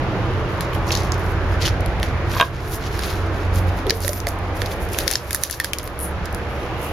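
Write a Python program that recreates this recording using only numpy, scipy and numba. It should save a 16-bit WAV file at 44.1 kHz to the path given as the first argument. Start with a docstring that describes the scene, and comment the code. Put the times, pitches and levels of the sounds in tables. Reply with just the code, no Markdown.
"""Prising the lid off a paint tin

Gloved hands work the lid off a full paint tin on a wooden porch, an arm's length from a small camera.
Gloves, squeaks and traffic are filtered noise; lid and tin are sums of fading tones set off by blows.
Ticks and creaks are short snaps, plops are sagging sine tones. Far engines hum as wavering tones,
one of them gathering speed, and a tyre hiss comes up at the end. Gain control ducks the loud peaks.
"""
import sys
import numpy as np
from scipy import signal
from scipy.fft import rfft, irfft, next_fast_len
from scipy.io import wavfile
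from scipy.ndimage import uniform_filter1d
from numba import njit

SR = 44100
rng = np.random.default_rng(int(sys.argv[2]) if len(sys.argv) > 2 else 0)


def wav_record(signal):
    """Record a signal, one row per channel, as 16-bit PCM in the file named by sys.argv[1]."""
    frames = np.transpose(np.atleast_2d(signal))
    bounded = np.clip(frames, -1, 1)
    # unit amplitude maps onto the largest positive 16-bit level
    quanta = np.round(bounded * 32767).astype(np.int16)
    wavfile.write(sys.argv[1], SR, quanta)


N = 305172
T = np.arange(N) / SR  # time in s
OPPOSITE = np.array([[1], [-1]])  # adds to the left what it takes from the right


def undb(db):
    """Turn dB into a plain gain."""
    return 10 ** (np.asarray(db) / 20)


def unit(x):
    """Scale a sound to an average (rms) level of 1."""
    return x / np.sqrt(np.mean(x ** 2))


def curve(rows):
    """Join the points of a table whose first column is t/s; one signal per further column."""
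    s, *columns = np.transpose(rows)
    return [np.interp(T, s, column) for column in columns]


def at(hz, rows):
    """Read a table of (f/Hz, value) at any frequency, along a log axis."""
    f, value = np.transpose(rows)
    return np.interp(np.log(hz), np.log(f), value)


def band(x, hz, width):
    """Pass a sound through a resonance with gain 1 at its centre; both settings in Hz."""
    return signal.lfilter(*signal.iirpeak(hz, hz / width, SR), x)


@njit
def sweep(x, hz, width):
    """Resonance with a moving centre: two linked stores (state-variable filter) updated each sample."""
    y, b, l = np.empty(len(x)), 0., 0.
    for i in range(len(x)):
        g, k = np.tan(np.pi * hz[i] / SR), width / hz[i]
        v = (b + g * (x[i] - l)) / (1 + g * (g + k))
        b, l, y[i] = 2 * v - b, l + 2 * g * v, k * v
    return y


def walk(rate):
    """Random wander with an rms of 1, taking about `rate` new values a second."""
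    step = 64  # samples sharing one value
    hold = max(int(SR / step / rate), 2)
    size = N // step + 2
    stairs = np.repeat(rng.standard_normal(size // hold + 1), hold)
    smooth = uniform_filter1d(uniform_filter1d(stairs, hold), hold)[:size]
    return np.repeat(unit(smooth), step)[:N]


def add(out, s, sound, pan_db):
    """Place a sound at time s in the stereo picture; pan_db is left minus right."""
    i = int(s * SR)
    out[:, i:i + sound.shape[-1]] += sound * undb([[pan_db / 2], [-pan_db / 2]])


def crack(hz, width, t60, apart, size=1500):
    """A snap: a jolt and a noise tail through a resonance, peak 1, a little different left and right."""
    t = np.arange(size) / SR
    mid, side = rng.standard_normal((2, size))
    mid[0] = 7.  # the first jolt stands out
    # t60 is the time to fade by 60 dB; a weaker part lasts five times longer
    fade = undb(-60 * t / t60) + 0.14 * undb(-60 * t / (5 * t60))
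    jolt = (mid + apart * side * OPPOSITE) * fade
    y = band(band(jolt, hz, width), hz, width)
    return y / np.max(np.abs(y.mean(axis=0)))


def ring(modes, scatter_db, size=3000):
    """Metal after one blow: fading tones, peak 1; their levels and pitches vary from blow to blow."""
    t = np.arange(size) / SR
    hz, db, t60 = np.transpose(modes)[:, :, None]
    luck = rng.standard_normal((len(modes), 2))
    pitch = hz + 0.63 * luck[:, 1:] / t60  # the tones that die soonest shift most
    swing = np.sin(2 * np.pi * pitch * t) * np.exp(-np.log(1000) * t / t60)
    sign = np.sign(rng.standard_normal((len(modes), 1)))
    y = np.sum(undb(db + scatter_db * luck[:, :1]) * swing * sign, axis=0)
    return y / np.max(np.abs(y))


def traffic():
    """Road roar: noise in bands about half an octave wide (the top one wider), each wavering by itself."""
    # tone colour of the roar: f/Hz, relative level per Hz/dB
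    roar_colour = [(13, -34), (25, -5.5), (50, -6), (92, -1), (132, -9), (152, -13), (184, -10), (229, -19),
                   (270, -15), (295, -15), (330, -11.5), (400, -14), (510, -14.5), (1270, -19),
                   (2200, -25.5), (4260, -38), (7000, -46.5), (10000, -53), (16000, -86)]
    # how alike the two sides are: f/Hz, likeness (1 is the same)
    likeness = [(60, 0.87), (290, 0.97), (640, 0.95), (1410, 0.57), (3100, 0.021), (15000, 0.035)]
    # stereo balance: f/Hz, left minus right/dB
    balance = [(60, -0.5), (110, -3), (200, -2), (380, 0), (700, -2.5), (1290, 0), (2380, -2), (4400, -0.5),
               (8120, 4), (15000, -1)]
    level_db = -27.5  # average level of the 150-3000 Hz part
    rumble_hz = 200
    rumble_fade_db_s, roar_fade_db_s = 0.68, 0.38  # the deep roar draws away faster than the rest
    size = next_fast_len(N)
    hz = np.fft.rfftfreq(size, 1 / SR) + 1  # the extra 1 avoids log(0)
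    roar = rfft(rng.standard_normal((2, size))) * undb(at(hz, roar_colour))
    # the rumble is one noise for both sides, a little ahead on one of them
    roar[1] = np.where(hz < rumble_hz, 1j * roar[0], roar[1])
    edges = np.append(20 * 2 ** np.arange(0, 7.1, .5), [3600, 5000, SR / 2])
    swell = walk(0.46)
    out = 0
    for lo, hi in zip(edges, edges[1:]):
        mid, side = irfft(roar * ((hz >= lo) & (hz < hi)), size)[:, :N]
        centre = np.sqrt(lo * hi)
        alike = np.clip(at(centre, likeness), 0, 1)
        lean = at(centre, balance) / 2
        pair = np.sqrt(1 + alike) * mid + np.sqrt(1 - alike) * side * OPPOSITE
        fade = T * (rumble_fade_db_s if centre < rumble_hz else roar_fade_db_s)
        waver = min(1.35, 1500 / centre) * walk(3.468)
        out = out + pair * undb([[lean], [-lean]]) * undb(.5 * swell + waver - fade)
    body_filter = signal.butter(4, [150, 3000], "band", fs=SR, output="sos")
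    body = signal.sosfilt(body_filter, out.mean(axis=0))
    return out * undb(level_db) / np.sqrt(np.mean(body ** 2))


def far_tone(hz, db, second_db, waver_db, half_db=-60., drift=.006):
    """A far hum: a tone with octaves above and below it, wavering in pitch and level on the wind."""
    phase = 2 * np.pi * np.cumsum(hz * (1 + drift * walk(6))) / SR
    octaves = undb(second_db) * np.sin(2 * phase) + undb(half_db) * np.sin(phase / 2)
    tone = np.sqrt(2) * (np.sin(phase) + octaves)
    return tone * undb(db + waver_db * walk(6.94)) * undb([[-1.1], [1.1]])  # leans right


def engines():
    """Far engines: only the beat of the firing carries, as a low tone with weaker octaves."""
    # three engines, the first gathering speed: t/s, firing f/Hz, level before wavering/dB
    lorry = [(0, 47.3, -41), (.6, 50.77, -35), (1, 52.96, -28.5), (2, 59.43, -27.5), (2.7, 62.3, -33),
             (3.5, 66.37, -29), (4.3, 66.8, -37), (5, 68.2, -36), (6, 70.5, -30.5), (6.92, 71.3, -31.5)]
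    drone = [(0, 87, -47), (.9, 87, -30), (1.6, 87.16, -28), (2.2, 87.15, -28.5), (2.8, 91, -30.5),
             (3.5, 90.2, -24), (4.2, 92.1, -29.5), (4.6, 92.9, -29.5), (5.2, 94.25, -46), (6.92, 95.8, -47)]
    hum = [(0, 127, -29), (1, 122.3, -34.5), (1.8, 124, -35.5), (2.2, 125.9, -33), (2.7, 132, -33),
           (3.1, 134, -45), (5.8, 125, -52), (6.2, 125, -49.5), (6.92, 125.8, -40)]
    out = far_tone(*curve(lorry), second_db=-20.5, waver_db=0.65)
    out = out + far_tone(*curve(drone), second_db=-17.5, waver_db=2.4, half_db=-6.0)
    return out + far_tone(*curve(hum), second_db=-21.0, waver_db=1.7)


def faint_tones():
    """A fan tone that comes and goes, and a faint far tone that comes up late; both nearly pure."""
    # the fan and the other tone: t/s, f/Hz, level before wavering/dB
    fan = [(0, 326, -42), (1, 326, -38.5), (1.5, 330, -51), (2.2, 335, -46), (3.2, 330, -45), (4, 330, -51),
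           (5, 326, -47), (6.92, 322, -49)]
    late_tone = [(0, 478, -70), (5.7, 478, -58), (6.0, 479, -43), (6.5, 483, -41), (6.92, 486, -42)]
    out = far_tone(*curve(fan), second_db=-32.0, waver_db=2.8)
    return out + far_tone(*curve(late_tone), second_db=-30., waver_db=1.14, drift=.002)


def rustle(db, hz, width, grain_db, apart, rough_db):
    """Dense tiny slips, a few standing out, in uneven bunches, through a resonance that can move."""
    size = np.minimum(rng.exponential(size=N), 7)
    slips = rng.standard_normal((2, N)) * undb(grain_db * size)
    mid, side = (unit(sweep(sweep(v, hz, width), hz, width)) for v in slips)
    bunches_db = 1.6 * walk(40) + rough_db * walk(170)
    return (mid + apart * side * OPPOSITE) * undb(db + bunches_db)


def grit(scrape_db, hz, count):
    """Now and then the vinyl catches and snaps free, more often and harder where the scrape is loud."""
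    above_db, scatter_db = 8, 3.5  # snap peak above the scrape, and its spread
    travel = np.cumsum(undb(scrape_db[:N - 600]))  # grows fastest where the scrape is loud
    out = np.zeros((2, N))
    for when, (size, pitch, pan) in zip(rng.random(count), rng.standard_normal((count, 3))):
        i = np.searchsorted(travel, when * travel[-1])
        snap_hz = np.clip(hz[i] * 2 ** (.5 * pitch - .3), 1500, 7000)
        snap = crack(snap_hz, width=2900.0, t60=0.0045, apart=0.41, size=600)
        snap_db = scrape_db[i] + above_db + scatter_db * min(size, .8)
        add(out, i / SR, undb(snap_db) * snap, 2 * pan)
    return out


def gloves():
    """Vinyl dragged over tin and skin: each stroke rises, holds and dies; sizzle above, scrape below."""
    # strokes of the gloves: full at t/s, rise/s, hold/s, then before the roughness is added
    # sizzle level/dB, scrape level/dB, and scrape centre f/Hz
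    strokes = [(0.497, .05, .08, -56, -53.5, 3480), (0.611, .01, .01, -54, -38, 5000),
               (0.735, 0.017, 0.023, -47, -46, 3200), (0.879, 0.037, .03, -42, -35.5, 5800),
               (0.92, .04, 0.055, -54, -32, 5200), (.99, .01, .02, -56, -39, 5500),
               (1.042, .02, .01, -47, -38, 5100), (1.128, .01, .01, -62, -39.5, 5200),
               (1.193, 0.07, 0.092, -51, -49, 4500), (1.304, 0.028, .01, -49, -47, 3500),
               (1.524, .1, 0.0064, -54, -44, 3583), (1.614, 0.025, .03, -65, -32, 3850),
               (1.65, 0.035, 0.02, -57, -30, 4460), (2.03, 0.022, 0.0085, -49, -33.5, 4600),
               (2.31, 0.062, 0.044, -41, -37.5, 3927), (2.373, 0.04, 0.048, -51, -34.5, 3600),
               (2.412, 0.018, 0.043, -40, -36, 3380), (2.538, 0.048, 0.056, -63, -40.5, 3300),
               (2.629, 0.053, 0.055, -44, -43.5, 4200), (2.737, 0.088, 0.011, -29, -37.5, 4930),
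               (2.854, 0.15, 0.015, -57, -34, 3800), (2.941, 0.11, 0.09, -46, -39, 3557),
               (3.043, 0.1, 0.06, -41, -33, 3700), (3.128, 0.035, .04, -45, -40, 4200),
               (3.184, .04, 0.1, -66, -46.5, 3500), (3.336, .1, 0.12, -56, -48, 3600),
               (3.55, 0.056, .03, -38.5, -40, 4410), (3.681, 0.048, 0.0085, -47, -45, 3800),
               (3.782, 0.09, .01, -48, -44.5, 3500), (3.901, 0.032, 0.0086, -42, -32, 4300),
               (3.95, .04, 0.012, -35, -49, 5000), (4.017, 0.028, 0.055, -30.5, -34, 5800),
               (4.096, 0.022, .08, -33, -43, 5600), (4.275, 0.016, 0.0073, -35, -38, 5400),
               (4.557, 0.018, 0.043, -45, -46, 4100), (4.61, 0.033, 0.0072, -40, -41.5, 4000),
               (4.66, .03, 0.0089, -44, -36.5, 4100), (4.714, 0.024, 0.0073, -38.5, -38, 3900),
               (4.818, 0.038, .01, -39.5, -50, 3700), (4.937, 0.066, .01, -37, -36.5, 5300),
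               (4.984, .04, 0.035, -32, -35, 4500), (5.077, 0.036, 0.089, -31, -31, 4700),
               (5.222, .03, .03, -43, -46, 4700), (5.283, .04, .02, -37.5, -45, 4500),
               (5.315, 0.008, 0.07, -34, -37, 5350), (5.438, .05, .01, -24, -27.5, 5000),
               (5.511, 0.027, 0.033, -28.5, -30.5, 5500), (5.603, 0.006, 0.0082, -40, -32, 4400),
               (5.639, 0.0068, 0.012, -31, -29, 4300), (5.738, .006, .01, -40, -35, 3800),
               (5.793, 0.0065, 0.012, -48, -37, 4320), (5.839, .04, 0.043, -44, -45, 4200),
               (6.015, 0.048, 0.033, -35, -55.5, 4940), (6.247, .02, 0.0092, -52, -45.5, 3450),
               (6.352, 0.036, 0.0051, -46, -53, 3460), (6.512, .1, 0.14, -53, -52, 3870),
               (6.818, 0.059, 0.061, -38.5, -57, 3300)]
    rise_db, fall_db_s = 26, 309.5  # climb during the rise, and speed of dying away
    rest_sizzle_db, rest_scrape_db, rest_hz = -62.5, -55.5, 3020  # the hands are never quite still
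    sizzle_hz, grit_per_s = 10100, 110
    # powers add up where strokes overlap
    sizzle, scrape = undb(2 * rest_sizzle_db), undb(2 * rest_scrape_db)
    centre = scrape * rest_hz
    t = T[::16]  # a coarser clock is enough for the strokes
    for s, rise, hold, sizzle_db, scrape_db, hz in strokes:
        climb_db = rise_db * (t - s) / rise
        drop_db = -fall_db_s * (t - s - hold)
        power = undb(2 * np.minimum(0, np.minimum(climb_db, drop_db)))
        sizzle = sizzle + power * undb(2 * sizzle_db)
        scrape = scrape + power * undb(2 * scrape_db)
        centre = centre + power * undb(2 * scrape_db) * hz
    sizzle, scrape, centre = (np.repeat(v, 16)[:N] for v in (sizzle, scrape, centre))
    high = rustle(10 * np.log10(sizzle), np.full(N, 1. * sizzle_hz), width=12700.0,
                  grain_db=3.3, apart=0.74, rough_db=1.8)
    scrape_db = 10 * np.log10(scrape)
    scrape_hz = centre / scrape  # the louder strokes pull the centre towards theirs
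    low = rustle(scrape_db, scrape_hz, width=8200.0, grain_db=4.1, apart=0.49, rough_db=1.7)
    return high + low + grit(scrape_db, scrape_hz, count=int(grit_per_s * N / SR))


def lid_ticks(out):
    """The rim lets go in snaps and sizzles, and each jolt makes the hand-damped lid ring."""
    # ticks: t/s, crack peak level/dB, crack centre f/Hz, sizzle peak level/dB, lid ring peak level/dB
    tick_rows = [(0.608, -17.5, 4400, -10, -17), (0.7327, -21.5, 2890, -28, -26),
                 (0.7499, -23, 3080, -24, -42), (0.868, -33, 5300, -28, -40), (0.9067, -9, 2560, -32, -23),
                 (0.9196, -6.5, 5500, -13, -40), (0.925, -10, 5300, -20, -40),
                 (0.9517, -5.5, 5030, -16, -15.5), (0.9635, -18, 4500, -30, -27),
                 (0.924, -14, 4200, -30, -35), (0.94, -17, 3200, -30, -28), (0.973, -13.5, 5900, -29, -32),
                 (1.021, -27, 5000, -35, -40), (1.034, -23, 5350, -22, -42), (1.1202, -9, 6170, -41, -38),
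                 (1.18, -35, 6000, -29, -45), (1.195, -38, 6000, -27, -45), (1.623, -13, 3930, -38, -38),
                 (1.625, -19, 4600, -38, -33), (1.655, -17, 3180, -35, -22), (1.678, -21, 2900, -39, -11),
                 (1.641, -20, 5800, -38, -30), (1.648, -22, 2000, -40, -22), (1.662, -16, 5000, -38, -30),
                 (1.668, -19, 6100, -38, -30), (1.7, -31, 5500, -40, -40), (1.689, -28, 2597, -40, -22),
                 (1.807, -26, 5400, -23, -36), (1.8606, -24, 4027, -17.5, -35),
                 (1.9994, -23, 2990, -25, -40), (2.03, -12, 3240, -13.5, -11.5),
                 (2.3361, -29, 3480, -34, -31), (2.399, -10, 3780, -31, -18), (2.411, -10, 3440, -7.5, -34),
                 (2.992, -14.5, 4560, -17, -21), (3.155, -31, 4800, -36, -47), (3.558, -32, 3900, -16, -40),
                 (3.868, -20, 3500, -21, -42), (3.897, -4.5, 4580, -28, -15), (3.906, 3, 4630, -6, -5),
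                 (3.971, -37, 3600, -18, -39), (4.005, -29, 4200, -12, -26), (4.048, -11.5, 4900, -22, -16),
                 (4.026, -24, 4950, -21, -35), (4.038, -20, 4960, -16.5, -35), (4.0796, -22, 4500, -3, -13),
                 (4.0918, -6.5, 5830, -4.5, -40), (4.132, -16, 5500, -8, -17),
                 (4.2022, -14, 5800, -18.5, -32), (4.2698, -19, 5100, -9, -8), (4.283, -16, 6540, -21, -32),
                 (4.2877, -20, 6500, -9.5, -35), (4.389, -41, 5000, -27, -42),
                 (4.6184, -21, 5000, -16, -12), (4.66, -17, 4050, -20, -21.5), (4.889, -37, 5490, -23, -40),
                 (4.933, -35, 5570, -12.5, -42), (4.946, -21, 3000, -25, -30),
                 (4.9872, -11.5, 3780, -1.5, -9.5), (5.0015, -22, 3500, -20, -22),
                 (5.017, -27, 4000, -22, -24), (5.091, -20, 4500, -18, -24), (5.007, -17, 4500, -25, -28),
                 (5.0787, 1.5, 4700, 1, -8), (5.104, -16, 5500, -13, -14), (5.1126, -3, 6040, 2, -12),
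                 (5.127, -15, 5700, -7, -10), (5.136, -3, 5700, -8, -37), (5.1553, 6.5, 5460, -25, -7.5),
                 (5.308, -21, 5000, -2.5, -10.5), (5.33, -12, 5170, -1, -22), (5.3471, -8, 5100, 8.5, -5.5),
                 (5.354, -16, 6000, -4, -27), (5.361, -19, 4500, -6, -30), (5.436, 2, 6390, 8.5, -8),
                 (5.452, -20, 3600, -20, -24), (5.4985, -22, 4190, -5, -11), (5.5104, -13, 6000, 0, -35),
                 (5.527, -5.5, 5800, -22, -29.5), (5.5395, -21, 5100, -26, -18), (5.6, -4, 4750, 3, -0.5),
                 (5.611, -33, 5900, -13, -20), (5.645, -4.5, 5000, 2.5, -8.5), (5.7333, -5.5, 2680, 0, -33),
                 (5.734, -9, 5630, -30, -40), (5.746, -44, 3500, -25, -28), (5.7856, -6, 5450, -5, -17),
                 (5.797, -22, 3500, -21, -35), (5.831, -37, 4990, -12, -64), (5.876, -22, 4900, -14, -15.5),
                 (6.2567, -21, 5030, -19.5, -35), (6.327, -38, 5000, -24, -45),
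                 (6.347, -24, 5230, -13.5, -31)]
    # tones of the lid when nothing holds it: f/Hz, relative level/dB, time to fade by 60 dB/s
    lid_modes = [(1640, 1, 0.02), (1776, 1, 0.05), (1930, 2, 0.025), (2200, -2, .02), (2562, -10, 0.03),
                 (3560, -7, 0.03), (4323, -6, .025), (4600, -12, .025), (5356, -11, .025),
                 (6013, -12, .025), (7000, -14, 0.02)]
    pan_scatter_db = 6  # ticks spread left and right round the rim
    grip = .17  # least share of its ring time left to the held lid; a hard tick shakes it loose
    for s, db, hz, sizzle_db, ring_db in tick_rows:
        pan = pan_scatter_db * rng.standard_normal()
        snap = undb(db) * crack(hz, width=0.54 * hz, t60=.009, apart=1.0)
        sizzle = undb(sizzle_db) * crack(9180.0, width=5800.0, t60=0.011, apart=1.0)
        add(out, s, snap + sizzle, pan)
        free = grip + (1 - grip) * min(undb(1.7 * ring_db), 1)
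        bend = 1 + .05 * (1 - free) * rng.standard_normal()  # the grip also shifts the pitch
        held = [(f * bend, mode_db, t60 * free) for f, mode_db, t60 in lid_modes]
        add(out, s, undb(ring_db) * ring(held, scatter_db=4.), pan)
    return out


def squeak():
    """Narrow, shaky whistles of rubbing and a low groan: noise through a sharp resonance."""
    # squeaks: start t/s, end t/s, centre f/Hz, width/Hz, level/dB
    squeak_rows = [(.76, .95, 830, 250, -36), (.884, .899, 5500, 700, -33), (1.651, 1.671, 3100, 480, -26),
                   (1.655, 1.672, 6200, 700, -34), (1.632, 1.655, 4200, 500, -36),
                   (4.016, 4.032, 4600, 500, -37), (2.352, 2.435, 12000, 400, -41),
                   (3.95, 3.978, 11700, 700, -38), (4.095, 4.19, 11800, 600, -36),
                   (4.1, 4.19, 13300, 900, -40)]
    out = 0
    for start, end, hz, width, db in squeak_rows:
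        on = np.clip(np.minimum(T - start, end - T) / 0.0023, 0, 1)  # soft start and end
        whistle = unit(band(band(rng.standard_normal(N), hz, width), hz, width))
        out = out + whistle * undb(db) * on
    return out


def tin_knocks(out):
    """Knocks on the tin wall: a hard contact favours the upper tones, a soft one the lower."""
    # knocks: t/s, peak level/dB, contact f/Hz (higher is harder)
    knock_rows = [(2.337, -22, 6000), (2.341, -21, 2200), (2.3535, -15, 1500), (2.366, -14, 1500),
                  (2.383, -22, 6000), (2.399, -3, 1900), (2.4015, -9, 2400), (2.4108, 4, 5000),
                  (2.4132, 2, 2100), (2.4245, 0, 1700), (2.4255, -14, 6000), (2.437, -12, 1700),
                  (2.448, -20, 1700)]
    # tones of the tin: f/Hz, level before the contact weights it/dB, time to fade by 60 dB/s
    tin_modes = [(522, -3, .04), (680, -3, .035), (1010, 1, .055), (1095, 0, .045), (1230, -4, .03),
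                 (1520, -2, .03), (1630, 1, .035), (2150, -7, .02), (2470, -3, .025), (2780, -4, .025),
                 (3230, -2, .025), (3450, -4, .02), (3740, -2, .025)]
    for s, db, contact_hz in knock_rows:
        reached = []
        for hz, mode_db, t60 in tin_modes:
            # strongest in the octave or so below the contact's own pitch
            too_far = (hz / contact_hz) ** 4 + (0.34 * contact_hz / hz) ** 4
            reached.append((hz, mode_db - 10 * np.log10(1 + too_far), t60))
        add(out, s, undb(db) * ring(reached, scatter_db=1.5), -1.5)
    return out


def air_plops(out):
    """The air under the lid plops, mostly higher as the gap widens: a sagging tone and a soft noise."""
    # plops: t/s, tone peak level/dB, starting f/Hz, time for the tone to fade by 60 dB/s
    plop_rows = [(3.862, -21, 500, .05), (3.868, -16, 385, .1), (3.905, -18, 450, .06),
                 (3.905, -22, 590, .04), (3.921, -15, 462, .08), (3.952, -21, 460, .14),
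                 (4.046, -19, 565, .08), (4.092, -15, 595, .1), (4.268, -19.5, 705, .12),
                 (4.271, -21, 590, .06)]
    glide_per_s = -.8  # the pitch sags by this share of its start each second
    t = T[:9000]
    for s, db, hz, t60 in plop_rows:
        tone = np.sin(2 * np.pi * hz * t * (1 + glide_per_s * t / 2)) * undb(-60 * t / t60)
        puff = .55 * crack(hz, width=170.0, t60=0.06, apart=.1, size=9000)
        add(out, s, undb(db) * (tone + puff), -1.)
    return out


def creak(out):
    """Stick-slip: the surfaces stick and jump in a run of snaps that weakens towards the end."""
    # creaks, the second speeding up until it blurs: start t/s, first gap/s,
    # factor on the gap's excess over the least gap, least gap/s, end t/s, first peak level/dB, centre f/Hz
    creak_rows = [(5.841, .014, 1.07, .001, 5.885, -15, 12000),
                  (5.9908, .0108, .69, .001, 6.095, -11, 10300)]
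    for start, gap, change, least, end, db, hz in creak_rows:
        s = start
        while s < end:
            fade = ((s - start) / (end - start)) ** 1.5
            late = .1 * gap * rng.random()  # small unevenness in time
            slip = crack(hz, width=2250.0, t60=0.005, apart=0.93, size=600)
            add(out, s + late, undb(db - 25.0 * fade) * slip, 3.)
            s, gap = s + gap, least + (gap - least) * change
    return out


def wash():
    """Smooth hiss of distant tyres coming up at the end: separate noise left and right."""
    # tyre hiss: t/s, level/dB, centre f/Hz
    wash_rows = [(0, -68, 2700), (6.1, -70, 2700), (6.6, -44.5, 2730), (6.92, -38.5, 2804)]
    db, hz = curve(wash_rows)
    return np.array([unit(sweep(v, hz, 480.0)) for v in rng.standard_normal((2, N))]) * undb(db)


def porch_echo(near):
    """Echo off boards and wall: the near sounds smeared by a short tail of fading noise."""
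    fade_60db_s, level_db = 0.22, -14.5
    t = np.arange(int(.2 * SR)) / SR
    tail = rng.standard_normal((2, len(t))) * undb(-60 * t / fade_60db_s)
    tail *= t > .002  # the first echo comes a moment later
    tail /= np.sqrt(np.sum(tail ** 2, axis=1, keepdims=True))
    return undb(level_db) * signal.oaconvolve(near, tail, axes=1)[:, :N]


def scene():
    """Hands and tin with their echo, in front of the road."""
    road = traffic() + engines() + faint_tones()
    near = gloves() + squeak()
    for add_sounds in (lid_ticks, tin_knocks, air_plops, creak):
        near = add_sounds(near)
    return near + porch_echo(near) + road + wash()


@njit
def follow(size, attack, release):
    """Peak follower: climbs fast, sinks at a steady rate in dB."""
    e, out = 1e-3, np.empty(len(size))
    for i in range(len(size)):
        e = e + attack * (size[i] - e) if size[i] > e else e * release
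        out[i] = e
    return out


def record(dry):
    """The housing notches and dulls the treble; gain ducks after peaks; hard ceiling; steep top cut."""
    notch_hz, notch_width_hz = (8230, 8220), 3200  # left and right port
    dull_hz, top_hz = 14700, 16300
    gain_top, attack_s, recover_db_s = 0.52, 0.00059, 12.5  # peaks above gain_top are turned down
    mic = np.array([signal.lfilter(*signal.iirnotch(hz, hz / notch_width_hz, SR), v)
                    for hz, v in zip(notch_hz, dry)])
    mic = signal.sosfilt(signal.butter(4, dull_hz, fs=SR, output="sos"), mic)
    release = float(undb(-recover_db_s / SR))
    peak = follow(np.max(np.abs(mic), axis=0), 1 / (attack_s * SR), release)
    ducked = np.clip(mic * np.minimum(gain_top / peak, 1), -1, 1)
    return signal.sosfilt(signal.ellip(12, .2, 95, top_hz, fs=SR, output="sos"), ducked)


dry = scene()
out = record(dry)
wav_record(out)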